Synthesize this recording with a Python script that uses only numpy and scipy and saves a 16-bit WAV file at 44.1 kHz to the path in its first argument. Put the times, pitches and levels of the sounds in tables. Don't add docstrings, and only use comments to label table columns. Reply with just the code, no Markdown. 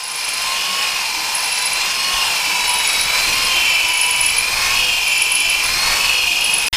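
import sys
import numpy as np
from scipy import signal
from scipy.fft import rfft, irfft, next_fast_len
from scipy.io import wavfile
from scipy.ndimage import uniform_filter1d, map_coordinates

SR = 44100
rng = np.random.default_rng(int(sys.argv[2]) if len(sys.argv) > 2 else 0)


def transcribe(u):
    v = np.clip(np.atleast_2d(u).T, -1, 1)
    q = np.round(v * 32767).astype(np.int16)
    wavfile.write(sys.argv[1], SR, q)


def level_to_linear(level):
    exponent = np.asarray(level, float) / 20
    return 10 ** exponent


N = 298155

CHUCK, IDLER = 1 / 16.1, 7 / 45.4
# (time [s], level [dB])
NEARNESS = [(0, -7.5), (.3, -0.5), (.7, 0), (1.8, 0), (2.5, 3), (3.3, 4), (5, 3.5), (6.7, 3.5)]
# (time [s], level [dB])
SINKING = [(0, 0.5), (.32, -0.5), (.8, 3), (1.15, 0.5), (1.75, 1), (2.2, 2.5), (2.6, -1.5), (3.05, -1),
           (3.38, 1.5), (3.7, -3), (4.05, -4.5), (4.45, -3), (4.66, 3), (4.96, -4.5), (5.42, -5), (5.92, 3),
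           (6.22, -4), (6.68, -3.5)]
# (start [s], end [s], housing level [dB], bore drone level [dB])
BORE_MOUTH = [
    (.42, .66, 5, -0.5),
    (.95, 1.78, 0.5, 5),
    (2.15, 2.4, 1, 7),
    (2.45, 2.85, 6, 7),
    (3.9, 4.15, 8, 2),
    (5.2, 5.35, 5, 2),
    (6.3, 6.8, -3.5, 3),
]
# (start [s], end [s], rumble level [dB], flutter level [dB], vent tone level [dB])
DRAUGHTS = [
    (1.15, 1.3, 5, 1, -1),
    (1.85, 2.2, 3, 3.5, 1.5),
    (2.3, 3.0, 0, 0, -10),
    (3.05, 3.65, 8, 4, .5),
    (4.2, 5.05, 9, 2.5, 3.5),
    (5.55, 6.2, 9.5, 3.5, 4.5),
    (6.55, 6.9, 2, 7.5, 11),
]
DRAUGHT_SWELL_S = 0.45
# (start [s], end [s])
SILENCE = (6.6848, 6.7282)


def unit(x):
    return x / np.sqrt(np.mean(x ** 2) + 1e-20)


def curves(rows):
    s, *cols = np.transpose(rows)
    return [np.interp(np.arange(N) / SR, s, c) for c in cols]


def wobble(rate):
    coarse = np.arange(0, N + 16, 16)
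    knots = rng.standard_normal(int(N * rate / SR) + 4)
    return np.interp(np.arange(N), coarse, map_coordinates(knots, [coarse * rate / SR]))


def noise(spectrum, patchy_db, size=next_fast_len(N), scale=1):
    z = signal.stft(rng.standard_normal(size), nperseg=512)[2]
    field = uniform_filter1d(rng.standard_normal(z.shape), size=5, axis=0)
    field = uniform_filter1d(field, size=10, axis=1)
    x = signal.istft(z * level_to_linear(patchy_db * unit(field)), nperseg=512)[1][:size]
    f, db = np.transpose(spectrum)
    hz = np.fft.rfftfreq(size, 1 / SR)
    gain = level_to_linear(np.interp(np.log(hz + 1), np.log(f * scale), db, -120, -120))
    x = unit(irfft(rfft(x) * gain, size))
    return x if scale > 1 else x[:N]


def law(level_db, per_near, per_down):
    return level_db + per_near * curves(NEARNESS)[0] + per_down * curves(SINKING)[0]


def holds(rows, drift=0, swell_s=0.2):
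    t = np.arange(0, N + 64, 64) / SR
    total = 0
    for start, end, *cols in rows:
        plateau = np.clip(np.minimum(t - start, end - t) / swell_s + 0.5, 0, 1)
        total = total + plateau * (np.c_[cols] + np.c_[drift] * (t - (start + end) / 2))
    return np.array(curves(np.c_[t, total.T]))


def turns():
    # (time [s], speed [turns/s])
    armature_speed = [(-0.34, 358.2), (0.31, 340.4), (0.78, 367.4), (1.14, 339.4), (1.34, 348.7),
                      (1.61, 331.8), (2.12, 363.9), (2.51, 329.0), (3.0, 321.6), (3.41, 354.6),
                      (3.8, 331.5), (4.27, 328.1), (4.75, 365.9), (5.14, 336.9), (5.62, 335.9),
                      (5.97, 371.6), (6.34, 349.8), (6.42, 358.5)]
    inertia_s = 0.13
    t = np.arange(0, N + 32, 32) / SR
    speed = np.interp(t, *np.transpose(armature_speed))
    speed = uniform_filter1d(speed, int(inertia_s * SR / 32))
    return np.interp(np.arange(N) / SR, t, np.cumsum(speed) * t[1])


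def chuck(lead):
    return np.exp(0.87 * np.sin(2 * np.pi * CHUCK * turns() + lead)) - 1.4


def tones(orders, levels_db, flutter_db, beat_db, slip):
    angle = 2 * np.pi * turns()
    out = 0
    for order, db in zip(orders, levels_db):
        level = level_to_linear(db + flutter_db * wobble(14))
        out = out + level * np.sin(order * (angle + slip * wobble(40)))
    return unit(level_to_linear(beat_db * chuck(0.1)) * out)


def motor():
    # (frequency [Hz], level [dB per Hz])
    air_spectrum = [(250, -48), (450, -10), (700, -4.5), (1080, -0.5), (1200, -2), (2000, -2), (3500, -3),
                    (4500, -6.5), (7000, -41)]
    vent_orders = [5, 5 + IDLER, 6 - IDLER, 6, 6 + IDLER, 6.383]
    vent_levels = [-2.5, -13.5, -6.5, 1, 2, 2]
    slot_orders = [12, 16, 20, 24, 28, 35, 13.85, 14.16, 10.58]
    slot_levels = [0.5, -16.5, -28, -11, -31, -22, -9, -10, -12]
    # (time [s], slot tone level [dB])
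    slot_facing = [(0, -43), (.48, -31), (.7, -35), (1.3, -32.5), (1.6, -29), (2.1, -28), (2.4, -33.5),
                   (3.08, -24.5), (3.45, -28), (3.72, -37), (4.0, -39.5), (4.6, -26), (4.85, -30),
                   (5.15, -42), (5.45, -35), (5.82, -24), (6.1, -28), (6.68, -33)]
    housing_orders = [3, 2.584, 8.398]
    housing_levels = [3.5, -8.5, -7]

    air_db = law(-35, 0.94, 0.95) + 6.5 + 0.11 * chuck(0.25) + 0.75 * wobble(7)
    vent_db = law(-36.5, 1.1, 2.1) - 1.7 + holds(DRAUGHTS, swell_s=DRAUGHT_SWELL_S)[2]
    slot_db = curves(slot_facing)[0] + 0.4
    housing_db = law(-36, 0.71, 1.3) + 0.3 + holds(BORE_MOUTH)[0]

    air = noise(air_spectrum, patchy_db=1.0)
    vent = tones(vent_orders, vent_levels, flutter_db=2.5, beat_db=0.5, slip=0.081)
    slots = tones(slot_orders, slot_levels, flutter_db=1.8, beat_db=2.4, slip=0.045)
    housing = tones(housing_orders, housing_levels, flutter_db=3.0, beat_db=1.2, slip=0.3)
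    return level_to_linear(air_db) * air + level_to_linear(vent_db) * vent + level_to_linear(slot_db) * slots + level_to_linear(housing_db) * housing


def mesh_tone(order, lean_rad, throb, idler_rad, chuck_rad):
    angle = 2 * np.pi * turns()
    bend = idler_rad * np.sin(IDLER / 2 * angle) + chuck_rad * np.sin(CHUCK * angle) + 0.45 * wobble(30)
    height = (-1.5 - curves(SINKING)[0]) / 3.5
    sweep = lean_rad * height * np.sin(IDLER * angle + 2.43 * order)
    size = level_to_linear(1.3 * wobble(12) + 1.4 * chuck(0.3)) * (1 + 2 * throb * np.cos(IDLER * angle + 2.4 * order))
    return unit(size * np.sin(order * angle + bend + sweep))


def rattle(spectrum):
    angle = turns()
    drawn_speed = 350
    laid_out = noise(spectrum, 1.2, size=next_fast_len(N + SR), scale=drawn_speed)
    raw = map_coordinates(laid_out, [angle * SR / drawn_speed], order=1)
    chop_db = 0.6 * np.sin(2 * np.pi * IDLER * angle) + 1.1 * chuck(0.3) + 1.1 * wobble(6)
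    return level_to_linear(chop_db) * raw


def gears():
    mesh_orders = [7, 8, 9]
    mesh_modulation = [(.65, .9, .4), (.3, .15, .85), (.12, .1, .8)]
    throb_bend = [.6, .05, .05]
    # (start [s], end [s], mesh [dB], first run-out [dB], second run-out [dB])
    loads = [(.5, 1.0, 0, 5.5, -6), (.74, 1.2, 1.5, .5, 5), (1.38, 1.7, 0, 3, 3), (1.7, 2.35, 0.5, 6, 0),
             (2.4, 2.95, 0, 3.5, 8.5), (3.0, 3.35, 1.5, 2, 1.5), (3.45, 4.38, 2.5, 7, 11.5),
             (4.42, 4.7, 2, -6, -1), (4.73, 5.66, 4.5, 6.5, 10), (5.7, 5.95, 0, -3, -7),
             (6.02, 6.6, 5.5, 6, 6.5)]
    shaft_orders = [1, 1.4, 2]
    shaft_levels = [-7, -2, 0.5]
    # (order [per armature turn], level [dB])
    low_rattle = [(6, -38), (6.65, -5), (6.85, -1.5), (7.4, 1.5), (7.7, -9.5), (8.2, -42)]
    # (order [per armature turn], level [dB])
    high_rattle = [(7.2, -24), (7.7, 2), (8, 2), (8.5, -6), (9.1, -2), (10, -7.5), (12, -44)]

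    unloaded_db, drift_db_per_s = [-29, -33, -38.5], [-4, -0.7, 0.5]
    levels_db = np.c_[unloaded_db] + curves(NEARNESS)[0] + holds(loads, drift_db_per_s)
    out = level_to_linear(levels_db[0] - 3.0) * rattle(low_rattle) + level_to_linear(levels_db[1] - 1.5) * rattle(high_rattle)
    for db, order, lean_rad, modulation in zip(levels_db, mesh_orders, throb_bend, mesh_modulation):
        out += level_to_linear(db - 2.2) * mesh_tone(order, lean_rad, *modulation)
    third_orders = [3 * mesh_orders[0], mesh_orders[2] + 1]
    third = tones(third_orders, [0, -2.5], flutter_db=-4.5, beat_db=3.5, slip=0.081)
    shaft = tones(shaft_orders, shaft_levels, flutter_db=5.5, beat_db=2.3, slip=0.15)
    return out + level_to_linear(levels_db[2] - 12.5) * third + level_to_linear(levels_db[0] - 23.5) * shaft


def hone():
    # (frequency [Hz], level [dB per Hz])
    rasp_spectrum = [(2500, -22), (3600, -11), (4400, -1), (4800, -1.5), (5200, 3), (5700, -3.5),
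                     (7000, -7), (9200, -9), (10000, -8), (10700, -13.5), (11500, -29)]
    # (frequency [Hz], level [dB per Hz])
    grit_spectrum = [(9000, -43), (10500, 0.5), (12000, 0), (15300, -5)]
    # (frequency [Hz], level [dB per Hz])
    bore_spectrum = [(600, -35), (780, -3), (900, 0), (1000, 1.5), (1150, -30)]
    press = chuck(0.61) + 0.37 * wobble(9.1)
    rasp_db = law(-25.5, 0.71, 0.46) + 0.5 + 0.63 * press
    grit_db = law(-40, 1, 0.3) + 2.5 + 0.68 * press
    bore_db = law(-37, 0.22, 0.22) - 1.5 + holds(BORE_MOUTH)[1] + 0.68 * press
    grains = level_to_linear(1.03 * wobble(900))
    rasp = level_to_linear(rasp_db) * unit(grains * noise(rasp_spectrum, patchy_db=1.34))
    grit = level_to_linear(grit_db) * noise(grit_spectrum, patchy_db=1.0)
    return rasp + grit + level_to_linear(bore_db) * noise(bore_spectrum, patchy_db=0.2)


def buffet():
    # (frequency [Hz], level [dB per Hz])
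    rumble_spectrum = [(10, -33), (20, 2), (30, -3.5), (50, -5.5), (120, -12.5), (200, -28)]
    # (frequency [Hz], level [dB per Hz])
    flutter_spectrum = [(90, -18), (150, 2.5), (300, -0.5), (480, 0), (650, -3.5)]
    # (time [s], level [dB], frequency [Hz], 60 dB decay time [s])
    bumps = [
        (.68, -34.5, 189, 0.36),
        (1.16, -31, 315, 0.25),
        (2.135, -23, 41.8, .16),
        (2.47, -33, 300, 0.21),
        (6.3, -34, 317, 0.29),
    ]
    gust_rumble_db, gust_flutter_db, _ = holds(DRAUGHTS, swell_s=DRAUGHT_SWELL_S)
    rumble_db = law(-51.5, 1.56, 0.2) + gust_rumble_db
    flutter_db = law(-48, 1, 0.47) - 0.1 + gust_flutter_db
    out = level_to_linear(rumble_db) * unit(level_to_linear(1.5 * wobble(15)) * noise(rumble_spectrum, patchy_db=1.1))
    out += level_to_linear(flutter_db) * noise(flutter_spectrum, patchy_db=1.5)
    for s, db, hz, t60 in bumps:
        t = np.clip(np.arange(N) / SR - s, 0, None)
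        onset = 1 - np.exp(-t / 0.01)
        out += level_to_linear(db - 60 * t / t60) * onset * np.sin(2 * np.pi * hz * t)
    return out


def slips():
    # (time [s], level [dB], frequency [Hz], length [s])
    hard_slips = [(1.35, -9.5, 10600, 0.0064), (1.4574, -17, 10550, 0.0072), (1.525, -16, 10500, 0.0072),
                  (1.5825, -22, 10700, 0.0063), (1.6571, -12.5, 10640, 0.0072),
                  (1.7324, -13.5, 10600, 0.0077), (2.6923, -13, 10570, 0.0068),
                  (2.7387, -13, 10600, 0.0072), (2.7847, -16, 10800, 0.0072), (2.8739, -10, 10490, 0.0072),
                  (2.9307, -14, 10660, 0.0066), (3.0104, -13, 10500, 0.0072), (3.4476, -19, 10500, 0.0072),
                  (4.0124, -8, 10500, 0.0072), (4.3026, -16, 10800, 0.0072), (4.366, -15, 10500, 0.0066),
                  (4.3834, -9, 10400, 0.0085), (5.0789, -17, 10600, 0.0072), (5.178, -15, 10460, 0.0072),
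                  (5.22, -10, 10680, 0.0072), (5.3188, -9, 10600, 0.0072), (5.353, -8, 10640, 0.0072),
                  (5.4024, -11.5, 10600, 0.0072), (5.497, -12.5, 10600, 0.0072),
                  (5.6384, -17, 10600, 0.0072), (5.661, -17, 10500, 0.0072), (6.4438, -11, 10600, 0.0065),
                  (6.5385, -8.5, 10700, 0.0072), (6.5809, -10.5, 10600, 0.0068),
                  (6.6677, -14.5, 10750, 0.0072)]
    # (first time [s], gap [s], level [dB], count [slips])
    light_runs = [
        (.035, 0.043, -20, 10),
        (1.366, 0.038, -20, 9),
        (2.684, 0.039, -21, 10),
        (3.70, .033, -23, 2),
        (3.886, .0445, -15, 3),
        (4.066, 0.05, -11, 5),
        (5.088, 0.042, -25, 11),
        (6.416, 0.046, -22, 5),
    ]
    peak_s = 0.0025
    events = [(s + peak_s, *rest) for s, *rest in hard_slips]
    for first, gap, db, count in light_runs:
        for k in range(round(count)):
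            late, size, pitch, stretch = rng.standard_normal(4)
            s = first + k * gap + 0.003 * late
            events.append((s, db + 1.8 * size, 10630 + 70 * pitch, 0.0072 * level_to_linear(2 * stretch)))
    return events


def squeaks():
    out = np.zeros(N + SR, complex)
    t = np.arange(-SR // 40, SR // 20) / SR
    for s, db, hz, length in slips():
        phase, fall = rng.standard_normal(2)
        shape = np.exp(-np.abs(1.67 * t / length) ** 1.8)
        after = (t > 0) * level_to_linear(-12 - 60 * t / 0.06) * (1 - shape)
        cycle = np.exp(2j * np.pi * (hz * t - (5000 + 5000 * fall) * t ** 2 + phase))
        out[round(s * SR):][:len(t)] += level_to_linear(db + 0.1) * (shape - after) * cycle
    hoarse = level_to_linear(1.5 * wobble(500)) * np.exp(0.8j * wobble(350))
    return (out[SR // 40:][:N] * hoarse).real


def shop(x):
    t = np.arange(SR // 4) / SR
    tail = rng.standard_normal(len(t)) * level_to_linear(-60 * t / 0.21) * (t > 0.003)
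    return signal.fftconvolve(x, tail / np.linalg.norm(tail))[:N]


def other_angle():
    # (frequency [Hz], level [dB per Hz])
    side_spectrum = [(18, -30), (30, -5), (407, -19), (989, -11), (1250, -13), (2050, -3.5), (2600, -3),
                     (5120, -10), (15300, -26)]
    # (frequency [Hz], level [dB])
    side_tones = [(980, -28), (2105, -26), (3225, -24), (3560, -23), (5190, -23)]
    t = np.arange(N) / SR - SILENCE[1]
    drill = level_to_linear(-18) * noise(side_spectrum, patchy_db=1.0)
    for hz, db in side_tones:
        drill += level_to_linear(db + 3 * wobble(150)) * np.sin(2 * np.pi * hz * t + wobble(200))
    jolt = -level_to_linear(-15) * np.sin(2 * np.pi * 60 * t) * level_to_linear(-60 * np.abs(t) / 0.035)
    rise = np.clip(0.72 + t / 0.009, 0, 1)
    return np.clip(t / 0.0004, 0, 1) * (jolt + rise * drill)


def scene():
    tremble = level_to_linear(0.36 * wobble(13))
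    squeal = squeaks()
    mono = (motor() + gears() + hone()) * tremble + buffet()
    mono += squeal + level_to_linear(-6) * shop(squeal)
    mono *= np.clip((SILENCE[0] - np.arange(N) / SR) / 0.00038, 0, 1)
    mono += other_angle()
    return np.array([mono, mono])


def top_cut(x):
    return signal.sosfilt(signal.butter(12, 16290, fs=SR, output="sos"), x)


def record(dry):
    hz = np.fft.rfftfreq(N, 1 / SR)
    mix = irfft(rfft(dry) * (hz < 15330), N)
    return top_cut(mix)


dry = scene()
out = record(dry)
transcribe(out)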